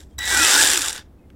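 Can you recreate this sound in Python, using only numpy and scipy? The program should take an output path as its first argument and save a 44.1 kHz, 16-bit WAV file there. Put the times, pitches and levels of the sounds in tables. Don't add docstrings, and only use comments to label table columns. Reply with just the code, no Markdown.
import sys
import numpy as np
from scipy import signal
from scipy.fft import rfft, irfft
from scipy.io import wavfile
from scipy.ndimage import uniform_filter1d

SR = 44100
rng = np.random.default_rng(int(sys.argv[2]) if len(sys.argv) > 2 else 0)


def wav_record(signal):
    frames = np.transpose(np.atleast_2d(signal))
    bounded = np.clip(frames, -1, 1)
    quanta = np.round(bounded * 32767).astype(np.int16)
    wavfile.write(sys.argv[1], SR, quanta)


def elevation(decibels):
    levels = np.asarray(decibels, float)
    return 10 ** (levels / 20)


N = 59535
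T = np.arange(N) / SR

# t/s, commutation rate f/Hz
SPEED = [(.181, 0), (.3, 290), (.43, 600), (.52, 790), (.6, 935), (.66, 1035), (.705, 810), (.8, 540),
         (.92, 240), (1.02, 10)]
# f/Hz, bandwidth/Hz, level/dB
BAR = [(436, 260, -20), (847, 180, -11), (1593, 410, -7.5), (2820, 820, -5), (3596, 400, -3.5),
       (4900, 670, -3.5), (5700, 700, -5.5), (7190, 500, -1.5), (8056, 1400, -2.5), (9480, 940, -6),
       (11340, 1500, -16)]


def evened(x):
    return x / np.sqrt(np.mean(x ** 2) + 1e-20)


def curve(points):
    return np.interp(T, *np.transpose(points))


def coloured(x, points):
    hz, db = np.transpose(points)
    f = np.fft.rfftfreq(len(x), 1 / SR)
    gain = elevation(np.interp(np.log(f + 1), np.log(hz + 1), db))
    return irfft(rfft(x) * gain, len(x))


def ring(x, hz, width):
    r = np.exp(-np.pi * width / SR)
    pole = r * np.exp(2j * np.pi * hz / SR)
    return 2 * signal.lfilter([1 - r], [1, -pole], x).real


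def drift(size):
    return evened(uniform_filter1d(uniform_filter1d(rng.standard_normal(N), size), size))


def street():
    # f/Hz, level/dB
    air_spectrum = [(20, -8.5), (50, -2), (100, -12.5), (300, -12), (630, -25), (1750, -39.5),
                    (5000, -51.5), (16500, -51.5)]
    # t/s, level/dB
    drone_level = [(0, -43), (.15, -45), (.22, -38.5), (.42, -41), (.5, -44.5), (1.35, -53.5)]
    air = elevation(-49 + 0.89 * drift(size=3000)) * evened(coloured(rng.standard_normal(N), air_spectrum))
    drone_hz, width_hz = 69.7, 26
    drone = ring(ring(rng.standard_normal(N), drone_hz, width_hz), drone_hz, width_hz)
    return air + elevation(curve(drone_level)) * evened(drone)


def birds():
    # t/s, duration/s, start f/Hz, end f/Hz, level/dB
    whistles = [
        (.105, .04, 3250, 3200, -68),
        (1.18, .035, 2600, 2500, -67),
        (1.215, .05, 2150, 2080, -70),
        (1.225, .025, 2500, 2550, -72),
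    ]
    out = np.zeros(N)
    for start, length, from_hz, to_hz, db in whistles:
        u = np.clip((T - start) / length, 0, 1)
        phase = 2 * np.pi * np.cumsum(from_hz + (to_hz - from_hz) * u) / SR
        out += elevation(db) * np.sin(np.pi * u) * np.cos(phase)
    return out


def wall(x):
    t60_s, size = 0.17, 12000
    taps = np.zeros(size)
    places = np.arange(100, 11960, 20) + rng.integers(0, 20, 593)
    taps[places] = rng.choice([-1., 1.], 593)
    taps *= elevation(-60 * np.arange(size) / SR / t60_s)
    return signal.oaconvolve(x, taps / np.linalg.norm(taps))[:N]


def clicks():
    # t/s, level/dB, pitch f/Hz, t60/s
    snaps = [
        (.1893, -19, 6000, .007),
        (.1894, -22, 8500, .007),
        (.187, -26, 870, .05),
        (.187, -27, 280, .06),
        (.2315, -36, 13000, .01),
        (.256, -34, 13000, .01),
        (1.3022, -42, 1650, .022),
        (1.3023, -47, 2900, .012),
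        (1.3023, -55, 4300, .01),
        (1.332, -54, 1600, .02),
    ]
    out = np.zeros(N)
    t = np.arange(2000) / SR
    for start, db, hz, t60 in snaps:
        noise = rng.standard_normal(len(t)) * elevation(-60 * t / t60)
        body = 3 * ring(noise, hz, 0.18 * hz)
        tick = 0.22 * (hz / 8000) ** 2 * np.diff(noise, prepend=0) * elevation(-60 * t / 0.0036)
        part = out[round(start * SR):][:len(t)]
        part += elevation(db) * (body + tick)[:len(part)]
    return out


def housing(hz):
    # f/Hz, bandwidth/Hz, level/dB
    shell = [(1490, 220, 15), (2600, 500, 3), (3680, 300, 8)]
    return 1 + sum(elevation(db) / (1 + (2 * (hz - f) / w) ** 2) for f, w, db in shell)


def whine(hz, turn):
    # multiple of switching rate, carrier level/dB, sideband level/dB, change/(dB/s)
    harmonics = [(1, -30, -44, 26), (2, -32, -49, 0), (3, -52, -58, -40), (4, -38, -45, -90),
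                 (5, -47, -60, -120), (6, -45, -60, -150), (8, -49, -60, -40)]
    switch_hz = 1943.8
    on_s, full_s, swell_s = .181, .54, 0.019
    since = np.maximum(T - on_s, 0)
    closing = np.clip((full_s - T) / .09, 0, 1)
    out = np.zeros(N)
    for k, db, side_db, fade_db in harmonics:
        f = k * switch_hz
        phase = 2 * np.pi * (f * T + rng.random())
        gate = closing * np.clip(since / (0.0022 + swell_s / k ** 3), 0, 1)
        sides = housing(f - hz) * np.cos(phase - turn) + housing(f + hz) * np.cos(phase + turn)
        tone = elevation(db) * np.cos(phase) + elevation(side_db + 21.3 * since) * sides
        out += gate * elevation(fade_db * since + 1.5 * drift(size=300)) * tone
    return out


def singing(turn):
    # multiple of commutation rate, centre t/s, half length/s, level/dB
    spells = [(.55, .41, .06, -32), (.47, .55, .06, -37), (.55, .775, .06, -34), (1.78, .38, .06, -38),
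              (1.79, .585, .115, -21.5), (1.66, .61, .08, -23), (3.05, .33, .07, -34),
              (3.05, .39, .04, -24), (3, .46, .06, -27), (3, .6, .07, -30), (3, .72, .04, -36),
              (3.05, .84, .08, -36), (3.7, .725, .04, -31)]
    out = np.zeros(N)
    for k, centre, half, db in spells:
        swell = np.cos(np.pi / 2 * np.clip((T - centre) / half, -1, 1))
        out += swell * elevation(db + 1.5 * drift(size=400)) * np.cos(k * turn + .4 * drift(size=400))
    return out


def motor():
    hz = curve(SPEED)
    turn = 2 * np.pi * np.cumsum(hz) / SR
    return whine(hz, turn) + singing(turn)


def struck(hits):
    u = np.arange(400) / SR / 0.001
    out = np.zeros(N)
    for f, w, db in BAR:
        luck = elevation(3 * rng.standard_normal(N))
        drive = signal.oaconvolve(hits * luck, u * np.exp(1 - u))[:N] * np.sign(rng.standard_normal(N))
        out += elevation(db - 9.8 * (f < 2000)) * ring(ring(drive, f, 3 * w), f, w) / np.sqrt(w / 400)
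    return out


def dulled(x):
    low = signal.sosfilt(signal.butter(2, 5000, fs=SR, output="sos"), x)
    slowness = np.clip(1 - curve(SPEED) / 200, 0, 1)
    return low + (x - low) * elevation(-12.5 * slowness * (T > .15))


def rattle(turn):
    # f/Hz, level/dB
    hiss_spectrum = [(120, -46.5), (200, -20), (273, -4.5), (635, -14.5), (1270, -10.5), (1620, 3.5),
                     (2420, -12), (7540, -4), (16000, -20)]
    grains_per_s, spread_db, throb_depth = 9000, 3, 0.48
    throb = elevation(10 * throb_depth * (np.sin(np.pi * turn) ** 2 - .5) + 0.5 * drift(size=250))
    size = elevation(spread_db * np.minimum(rng.exponential(1, N), 4))
    grains = evened(size * rng.standard_normal(N) * (rng.random(N) < grains_per_s / SR))
    rung = np.zeros(N)
    for k, (f, w, db) in enumerate(BAR):
        mode = ring(grains * elevation(1.7 * drift(size=150)), f, w) / np.sqrt(w / 400)
        rung += (-1) ** k * elevation(db) * mode
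    hiss = evened(coloured(0.44 * grains + rng.standard_normal(N), hiss_spectrum))
    return throb * (elevation(-2) * evened(rung) + elevation(-4.5) * hiss)


def links(turn):
    tooth = np.diff(np.floor(np.maximum.accumulate(turn)), prepend=0) > 0
    taut = np.clip((.62 - T) / 0.017, .2, 1)
    return taut * evened(struck(tooth * elevation(3 * rng.standard_normal(N))))


def hard_slaps(level):
    # t/s, level over the rattle/dB
    slap_times = [(0.373, 1.5), (0.448, 3.5), (0.532, 2), (0.611, 7), (0.6186, 3.5), (0.6276, 5.5),
                  (0.635, 5), (0.6476, 2.5), (0.658, 0), (0.672, 5.5), (.701, 7.5), (.714, 6), (.726, 5.5),
                  (0.733, 7), (0.756, 5.5), (.768, 1.5), (0.774, 10.5), (.792, 4.5), (.818, 11),
                  (0.823, 8.5), (.844, 0.5), (0.858, 6.5), (0.882, 11.5), (.894, 4), (.908, 0), (0.928, 11),
                  (.961, 9.5), (0.9771, 5), (0.9928, 4), (1.0004, 5)]
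    hits = np.zeros(N)
    for start, db in slap_times:
        i = round(start * SR)
        hits[i] = elevation(db + 0.5) * level[i]
    return struck(hits)


def chain():
    # t/s, level/dB
    chain_level = [(0, -48), (.085, -72), (.181, -70), (.184, -36), (.21, -30.5), (.24, -30), (.3, -21),
                   (.42, -17), (.55, -14.5), (.65, -15.5), (.7, -18), (.83, -25.5), (.9, -26.5),
                   (.915, -35.5), (.98, -33), (1.015, -46), (1.035, -62.5), (1.11, -76.5)]
    links_per_turn, jitter_links = .125, .3
    turn = np.cumsum(curve(SPEED) * links_per_turn) / SR + jitter_links * drift(size=600)
    level = elevation(curve(chain_level))
    body = rattle(turn) + elevation(-12) * links(turn)
    return dulled(level * body + 3 * hard_slaps(level))


def scene():
    saw = motor() + chain() + clicks()
    return (saw + elevation(-16) * wall(saw) + birds() + street())[None]


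def top_cut(x):
    return signal.sosfilt(signal.butter(12, 16850, fs=SR, output="sos"), x)


def record(dry):
    soft = .95 * np.tanh(dry / .95)
    lowpass = signal.firwin(511, 15900, window=("kaiser", 7), fs=SR)
    cut = signal.oaconvolve(soft, lowpass[None], "same")
    return top_cut(cut + elevation(-33) * (soft - cut))


dry = scene()
out = record(dry)
wav_record(out)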